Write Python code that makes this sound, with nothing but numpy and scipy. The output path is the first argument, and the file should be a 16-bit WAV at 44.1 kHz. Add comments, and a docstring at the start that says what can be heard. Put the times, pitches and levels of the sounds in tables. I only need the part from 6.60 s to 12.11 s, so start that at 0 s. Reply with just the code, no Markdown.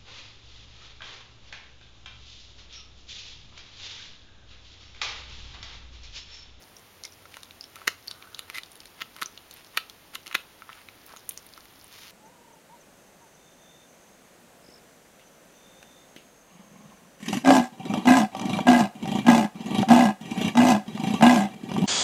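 """Wet smacks and small dry cracks come first, over faint hum and hiss; then hard crunches break in.
A dog gnaws a rawhide stick held out by a hand, close to a small microphone in a quiet furnished room.
Fractures of the hide are sudden pushes that ring the mouth; saliva films pop in tiny air pockets.
Scraping teeth are dense clicks, the jaw knock is a damped thud, and saliva crackles finely throughout.
At the end fur rustles as the head pulls away: filtered sparse impulses, like the hairs themselves."""
import sys
import numpy as np
from scipy import signal
from scipy.fft import rfft, irfft
from scipy.io import wavfile

SR = 44100
rng = np.random.default_rng(int(sys.argv[2]) if len(sys.argv) > 2 else 0)


def wrap_up_sound(samples):
    """Save the sound to the file named by the first command line argument, as 16-bit audio."""
    columns = np.atleast_2d(samples).T
    # keep every value between -1 and 1, then stretch to whole-number steps
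    tamed = np.clip(columns, -1, 1)
    steps = np.round(tamed * 32767).astype(np.int16)
    wavfile.write(sys.argv[1], SR, steps)


N = 242991
T = np.arange(N) / SR  # s
CLICK_T = np.arange(2048) / SR  # s, the time axis of one click


def undb(db):
    """Decibels to gain."""
    return 10 ** (np.asarray(db) / 20)


def unit(x):
    """Scale to rms 1."""
    return x / np.sqrt(np.mean(x ** 2))


def curve(rows):
    """Gain over time, interpolated in dB between rows of seconds and dB."""
    seconds, db = np.transpose(rows)
    return undb(np.interp(T, seconds, db))


def ramp(start_s, rise_s):
    """Rises from 0 to 1 and stays there."""
    return np.clip((T - start_s) / rise_s, 0, 1)


def decay(t, t60):
    """Exponential decay that falls by 60 dB in t60 seconds."""
    return np.exp(-np.log(1000) * t / t60)


def add(out, s, x):
    """Mix x into out from time s on."""
    start = max(int(s * SR), 0)
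    out[start:start + len(x)] += x[:max(N - start, 0)]


def colour(x, points, size=2048):
    """Causal minimum-phase filter with the given outline in Hz and dB, built from the cepstrum."""
    hz, db = np.transpose(points)
    bins_hz = np.fft.rfftfreq(size, 1 / SR)
    log_gain = np.log(undb(np.interp(np.log(bins_hz + 1), np.log(hz), db)))
    cepstrum = irfft(log_gain)
    # folding the second half onto the first makes the response causal
    cepstrum[1:size // 2] *= 2
    cepstrum[size // 2 + 1:] = 0
    response = irfft(np.exp(rfft(cepstrum)))
    return signal.fftconvolve(x, response)[:len(x)]


def cavity(x, hz, q):
    """A resonance applied twice, so its skirts are steep."""
    s = 1j * np.fft.rfftfreq(len(x), 1 / SR) / hz
    bandpass = s / q / (s * s + s / q + 1)
    return irfft(rfft(x) * bandpass ** 2, len(x))


def grains(size, rate, spread_db):
    """Sparse random impulses, on average rate per second, mostly small and a few large."""
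    chance = rng.random(size)
    sign = rng.choice([-1, 1], size)
    strength = np.minimum(rng.exponential(size=size), np.pi)
    return (chance < rate / SR) * sign * undb(spread_db * strength)


# Spectrum of the smaller releases that trail a sudden one. Each row: frequency in Hz, gain in dB.
SPLINTER_COLOUR = [(600, 4), (2000, -5.5), (4000, 6), (12000, -6.5)]


def release(splinter_db, splinter_s):
    """A sudden release of stress is one impulse, trailed by a dying spray of coloured noise."""
    spray = rng.standard_normal(len(CLICK_T)) * np.exp(-CLICK_T / splinter_s)
    push = undb(splinter_db) * unit(colour(spray, SPLINTER_COLOUR))
    push[0] += np.sqrt(len(push))  # an impulse of rms 1
    return push


# Spectrum of the sound that escapes without ringing a cavity. Each row: frequency in Hz, gain in dB.
SNAP_COLOUR = [(100, -16), (300, -1.5), (750, -12), (1200, 5), (3000, 7.5), (4200, 5.5), (6000, 1.5),
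               (9500, 7), (13000, -5), (16000, -36)]


def click(push, db, hz, q, snap_db):
    """A push rings a cavity; part of it escapes directly as a broadband snap, snap_db re the ring."""
    ring = unit(cavity(push, hz, q))
    snap = undb(snap_db) * unit(colour(push, SNAP_COLOUR))
    per_3_ms = np.sqrt(.003 * SR / len(push))  # db states the click's energy as a level over 3 ms
    return undb(db) * unit(ring + snap) * per_3_ms


# Spectrum of the room rumble and microphone hiss. Each row: frequency in Hz, relative level in dB.
AMBIENCE_COLOUR = [(20, -12), (45, -5.5), (70, -6.5), (90, -5.5), (120, -5.5), (240, -4.5), (450, -5.5),
                   (800, -6.5), (1400, -9.5), (3400, -11), (5000, -15.5), (10000, -17), (15500, -20)]
AMBIENCE_DB = -54
# A distant appliance hums in the room. Each row: time in seconds, level in dB.
HUM_LEVEL = [(0, -68.5), (1.8, -67.5), (2.2, -74), (5.51, -71.5)]
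HUM_HZ = 90


def background():
    """Steady room rumble and microphone hiss, with narrow noise as a wavering low hum."""
    hiss = undb(AMBIENCE_DB) * unit(colour(rng.standard_normal(N), AMBIENCE_COLOUR))
    hum = curve(HUM_LEVEL) * unit(cavity(rng.standard_normal(N), HUM_HZ, q=3.2))
    return hiss + hum


# How the walls of the furnished room colour their reply. Each row: frequency in Hz, gain in dB.
ROOM_COLOUR = [(100, 1.5), (700, -2), (1350, 2), (1800, -7), (2400, 0.5), (4300, 1), (5500, 0.5),
               (10000, -4), (16000, 1)]


def room(x, near_db=-12, near_s=0.0053, tail_db=-14, t60=0.23, gap_s=0.0045):
    """Hand and floor scatter the sound almost at once; the walls answer with a short tail."""
    t = T[:SR // 2]
    near = rng.standard_normal(len(t)) * np.exp(-t / near_s) * (t > .0012)
    tail = rng.standard_normal(len(t)) * decay(t, t60) * (t > gap_s)
    response = undb(near_db) * unit(near) + undb(tail_db) * colour(unit(tail), ROOM_COLOUR)
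    return x + signal.fftconvolve(x, response / np.sqrt(len(t)))[:N]


# Fur brushing past near the microphone. Each row: time in seconds, level in dB before gain and fade-in.
FUR_LEVEL = [(5.2, -67), (5.274, -50), (5.384, -50.5), (5.5, -49.5)]
# Spectrum of the brushing hairs. Each row: frequency in Hz, gain in dB.
FUR_COLOUR = [(300, -28), (1200, -4.5), (2300, 0.5), (5500, -2.5), (9000, -10), (16000, -14)]
FUR_S, FUR_RISE_S, FUR_DB = 5.27, 0.083, 0.5  # its start, fade-in and gain


def fur():
    """Countless hairs flick past each other as the head pulls away."""
    hairs = unit(colour(grains(size=N, rate=3000, spread_db=5.0), FUR_COLOUR))
    return undb(FUR_DB) * curve(FUR_LEVEL) * ramp(FUR_S, FUR_RISE_S) * hairs


SALIVA_DB = -67.5  # while the jaws are closed on the stick
OPEN_S, OPEN_RISE_S, OPEN_DB = 4.42, .08, 4.5  # the mouth opens: start, rise time and added level


def saliva():
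    """Fine wet crackle from pockets of two sizes, louder once the mouth is open."""
    large = cavity(grains(size=N, rate=14, spread_db=2.5), hz=4960, q=1.9)
    small = cavity(grains(size=N, rate=87, spread_db=2.5), hz=10900, q=1.0)
    level_db = SALIVA_DB + OPEN_DB * ramp(OPEN_S, OPEN_RISE_S)
    return undb(level_db) * unit(unit(large) + 1.26 * unit(small))


# Other scrapes and brief rubs, apart from the slides before bites; the first row is the short,
# lower body of a wet smack. Each row: start in seconds, length in seconds,
# level of the ring halfway in dB, resonance in Hz, its Q.
SCRAPES = [(0.445, 0.016, -44.5, 2210, 3.8), (0.707, .093, -56, 2300, 0.4), (1.471, 0.43, -57.5, 1390, 2.6),
           (1.938, 0.064, -42, 2040, 10), (1.934, 0.063, -47, 3680, 1.2), (2.925, 0.097, -57, 2580, 0.72),
           (3.761, 0.06, -53, 2960, 4.7), (4.077, 0.17, -56, 1450, 0.57), (4.472, 0.084, -53.5, 1320, 1)]
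SLIDE_DB, SLIDE_HZ, SLIDE_Q = -53.5, 1390, 0.56  # the tooth slides into place before each break


def scrapes(snap_db=-6):
    """Stick and slip of teeth, and one smack's lower body: dense tiny clicks that swell and fade."""
    out = np.zeros(N)
    before_bites = [(s - slide_s, slide_s, SLIDE_DB, SLIDE_HZ, SLIDE_Q) for s, *_, slide_s in BITES]
    for s, length, db, hz, q in list(SCRAPES) + before_bites:
        clicks = grains(size=SR // 2, rate=900, spread_db=4.0)
        sound = unit(cavity(clicks, hz, q)) + undb(snap_db) * unit(colour(clicks, SNAP_COLOUR))
        progress = np.minimum(T[:len(clicks)] / length, 1)
        swell = 2 * np.sqrt(progress * (1 - progress))  # peaks at 1 halfway
        add(out, s, undb(db) * sound * swell)
    return out


def pop(db, hz, q, snap_db):
    """One film of saliva bursts and rings its air pocket."""
    return click(release(splinter_db=9.5, splinter_s=0.0015), db, hz, q, snap_db)


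# Saliva films popping at lips and tongue. Each row: start in seconds, level in dB over 3 ms,
# air pocket resonance in Hz, its Q, broadband snap in dB re the ring.
SMACKS = [(.0227, -49.5, 5400, 4.5, -5), (0.1665, -43, 5800, 4.8, -7), (0.4368, -33.5, 5170, 2.6, -4),
          (0.4515, -32, 5300, 3.5, -1), (.5222, -47, 5580, 6, -18), (0.8323, -37.5, 3670, 6.8, 19),
          (1.0097, -33.5, 4640, 3.8, -10), (1.04, -38, 5400, 9.3, -4.5), (1.278, -25, 6100, 5.7, -6),
          (1.475, -38.5, 11400, 4.5, -1), (1.4809, -28.5, 4330, 5.1, -11.5), (1.5119, -30.5, 3900, 1.7, -2),
          (1.7462, -33, 3900, 0.81, -18), (2.0341, -36.5, 3900, 1.2, 8), (2.117, -44, 8650, 2.9, -6),
          (2.1553, -44, 10500, 5, -2), (2.2035, -40, 3480, 1.2, 5), (2.256, -41, 3820, 0.89, 21),
          (2.6589, -30.5, 6000, 9.3, -10), (2.9109, -39, 5300, 0.3, -18), (2.939, -42.5, 12810, 6, -9),
          (3.0463, -47, 5060, 1.5, 3), (4.464, -43, 12200, 1.3, -16), (4.57, -41.5, 6450, 6.8, 0),
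          (4.6918, -25, 10900, 1.5, -13.5), (4.6942, -28.5, 9700, 4.9, -27), (4.7187, -44, 12070, 3, -10),
          (4.7753, -32.5, 7000, 1.2, -8.5), (4.8649, -46, 11100, 1.7, -7), (4.937, -43.5, 4600, 2.2, -1),
          (5.2435, -43, 9750, 2.8, -12)]
# Tiny pops after each smack: longest delay, level over 3 ms, scatter in pitch either way, Q.
DROPLET_S, DROPLET_DB, DROPLET_OCT, DROPLET_Q = 0.037, -52, .6, 2.0


def smacks(droplet_snap_db=-4, count=2):
    """Each film pops, and a few tiny droplets burst after it."""
    out = np.zeros(N)
    for s, db, hz, q, snap_db in SMACKS:
        add(out, s, pop(db, hz, q, snap_db))
        for delay, detune in rng.random((count, 2)):
            droplet_hz = hz * 2 ** (DROPLET_OCT * (2 * detune - 1))
            droplet = pop(DROPLET_DB, droplet_hz, DROPLET_Q, droplet_snap_db)
            add(out, s + DROPLET_S * delay, droplet)
    return out


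KNOCK_HZ, KNOCK_SNAP_DB = 403, -22  # pitch of the jaw knock; its broadband snap re the ring


def knocks(q=0.48):
    """The jaw jolts shut at each break: a heavily damped low thud."""
    out = np.zeros(N)
    for s, db, *_, knock_db, slide_s in BITES:
        jolt = release(splinter_db=-10, splinter_s=0.0047)
        add(out, s, click(jolt, db + knock_db, KNOCK_HZ, q, KNOCK_SNAP_DB))
    return out


LEAD_S = .008  # fibres start to tear this long before each fracture
# Spectrum of the tearing fibres. Each row: frequency in Hz, gain in dB.
TEAR_COLOUR = [(400, 13), (1300, -12), (3500, -1.5), (7000, 3), (14000, -10)]


def fracture(splinter_db, tear_db=-16, tear_s=0.009):
    """Fibres tear louder and louder for a moment; then the hide lets go with a sharp edge."""
    t = T[:int(LEAD_S * SR)]
    growth = np.exp((t - LEAD_S) / tear_s)
    tearing = unit(colour(rng.standard_normal(len(t)), TEAR_COLOUR) * growth)
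    snap = release(splinter_db, splinter_s=0.0013)
    same_energy = np.sqrt(len(snap) / len(t))  # tear_db compares energies, not rms
    return np.concatenate([undb(tear_db) * tearing * same_energy, snap])[:len(snap)]


# Hard bites that break the hide. Each row: time of the break in seconds, level in dB over 3 ms before
# the muzzle, mouth resonance in Hz, its Q, broadband snap in dB re the ring, run-up in seconds,
# first fracture in dB re the break, jaw knock in dB re the break, slide beforehand in seconds.
BITES = [(1.278, -13, 2000, 1.54, -7.5, 0.0044, -17, -17, 0.11),
         (1.9836, -28, 2070, 1.4, -5, 0.037, -13, -35, .11),
         (2.4195, -25.5, 2100, 0.85, -29, .0135, -14, -18, .05),
         (2.623, -23, 1650, 1.3, -4.5, 0.0069, -9.5, -16.5, 0.067),
         (3.1756, -16.5, 2080, 0.88, -9.5, .0026, -2.5, -30, 0.043),
         (3.5542, -28.5, 2670, 2.8, 5, 0.0059, -10, -34, 0.027),
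         (3.7515, -14.5, 1970, 1.18, -13.5, 0.0065, -14, -17.5, .085)]
RUN_UNIT_S = .003  # a run-up holds one more fracture at 1, 4, 9 times this length
RUN_GROWTH, RUN_JITTER = 0.63, .2  # share of the way (in dB) to full strength; scatter re one gap
RUN_SNAP_DB, PITCH_SCATTER_OCT = 9, 0.12  # early fractures are brighter, and each rings differently
AFTER_S, AFTER_DB, AFTER_HZ = 0.0051, -19, 3300  # the last fibres part just after, level re the break
BREAK_SPLINTER_DB, SMALL_SPLINTER_DB = -1, -1.5  # spray re the impulse: the break, and small fractures


def bite(s, db, hz, q, snap_db, run_s, first_db):
    """Growing fractures, the break, a small last one: rows of s, dB, Hz, Q, snap dB, splinter dB."""
    count = 1 + int(np.sqrt(run_s / RUN_UNIT_S))
    rows = [(s, db, hz, q, snap_db, BREAK_SPLINTER_DB),
            (s + AFTER_S, db + AFTER_DB, AFTER_HZ, q, snap_db, SMALL_SPLINTER_DB)]
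    for k, (shift, detune) in enumerate(rng.uniform(-0.91, 1, (count, 2))):
        progress = (k + RUN_JITTER * shift * (k > 0)) / count  # the first one is on time
        start = s - run_s * (1 - progress)
        level_db = db + first_db * (1 - RUN_GROWTH * progress)
        ring_hz = hz * 2 ** (PITCH_SCATTER_OCT * detune)
        rows.append((start, level_db, ring_hz, q, snap_db + RUN_SNAP_DB, SMALL_SPLINTER_DB))
    return rows


# Narrow resonances that linger after a crack.
# Each row: frequency in Hz, time to fall by 60 dB in seconds, relative level in dB.
RINGS = [(1100, 0.047, 24), (1380, 0.8, -26), (2340, 0.13, -25), (2436, 0.048, 12), (2900, 0.14, 28),
         (3420, 0.29, -28), (3630, 0.12, -31), (4285, 0.053, 15), (6090, .08, -9)]


def linger(x):
    """The faint narrow ringing that a crack leaves behind: a sum of decaying sines."""
    t = T[:SR // 3]
    response = np.zeros(len(t))
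    for hz, t60, db in RINGS:
        response += undb(db) * unit(np.sin(2 * np.pi * hz * t) * decay(t, t60))
    return signal.fftconvolve(x, unit(response) / np.sqrt(len(t)))[:N]


# Lone cracks of lighter gnawing. Each row: time in seconds, level in dB over 3 ms before the muzzle,
# mouth resonance in Hz, broadband snap in dB re the ring.
CRACKS = [(.655, -45, 1290, -24), (0.742, -39, 2200, -13), (0.7693, -36.5, 1540, -2.5),
          (.909, -41, 2860, -20), (1.1577, -38, 2160, 9), (1.1652, -44, 1400, -4),
          (1.217, -42.5, 1430, -20), (1.6249, -40.5, 2290, -22), (1.7924, -28, 2780, 16),
          (1.9, -32, 2210, 3), (2.5646, -39, 1710, 11), (2.6304, -27.5, 1560, 25), (2.776, -37, 2940, -24),
          (3.2978, -37.5, 3970, 0), (3.557, -36, 1450, -19), (3.6624, -40, 2240, 1), (3.6687, -35, 3030, 2),
          (3.6779, -36, 2580, 14), (3.713, -36.5, 1870, -19), (3.7277, -34, 2110, -10),
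          (4.0211, -39.5, 1470, -24), (4.0922, -39, 1250, -37.5), (4.1, -43, 1490, -23),
          (4.13, -41, 2470, -22), (4.2871, -39, 2110, -16), (4.5376, -41, 810, -14), (4.5636, -42, 1170, 9),
          (4.7093, -40.5, 2900, -12), (4.9771, -42, 1210, -2), (5.0554, -47.5, 2480, 0)]
# How the muzzle colours the sound on its way out. Each row: frequency in Hz, gain in dB.
MUZZLE_COLOUR = [(100, -8), (500, 3.5), (780, -3), (1080, -1), (1330, 7), (1600, -3), (2100, 1.5),
                 (2700, -2), (3300, 0.5), (4100, -1), (5000, -4), (6300, 2.5), (9500, -4), (15000, 12)]
MOUTH_Q, LINGER_DB = 1.32, -27  # sharpness of the mouth for lone cracks; gain of the lingering ring


def cracks():
    """Each fracture rings the mouth; the sound leaves through the muzzle and rings on faintly."""
    out = np.zeros(N)
    fractures = [(s, db, hz, MOUTH_Q, snap_db, SMALL_SPLINTER_DB) for s, db, hz, snap_db in CRACKS]
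    for *breaking, knock_db, slide_s in BITES:
        fractures += bite(*breaking)
    for s, db, hz, q, snap_db, splinter_db in fractures:
        add(out, s - LEAD_S, click(fracture(splinter_db), db, hz, q, snap_db))
    out = colour(out, MUZZLE_COLOUR)
    return out + undb(LINGER_DB) * linger(out)


def scene():
    """The chewing dog in its room."""
    dog = cracks() + knocks() + smacks() + scrapes() + saliva() + fur()
    return (room(dog) + background())[None]


NOTCH_HZ, TOP_HZ = 7930, 15900


def record(dry, notch_q=4.26):
    """The recorder has a deep notch in the treble and cuts the top steeply."""
    b, a = signal.iirnotch(NOTCH_HZ, notch_q, fs=SR)
    notched = signal.lfilter(b, a, dry)
    top_cut = signal.ellip(8, .2, 70, TOP_HZ, fs=SR, output="sos")
    return signal.sosfilt(top_cut, notched)


dry = scene()
out = record(dry)
wrap_up_sound(out)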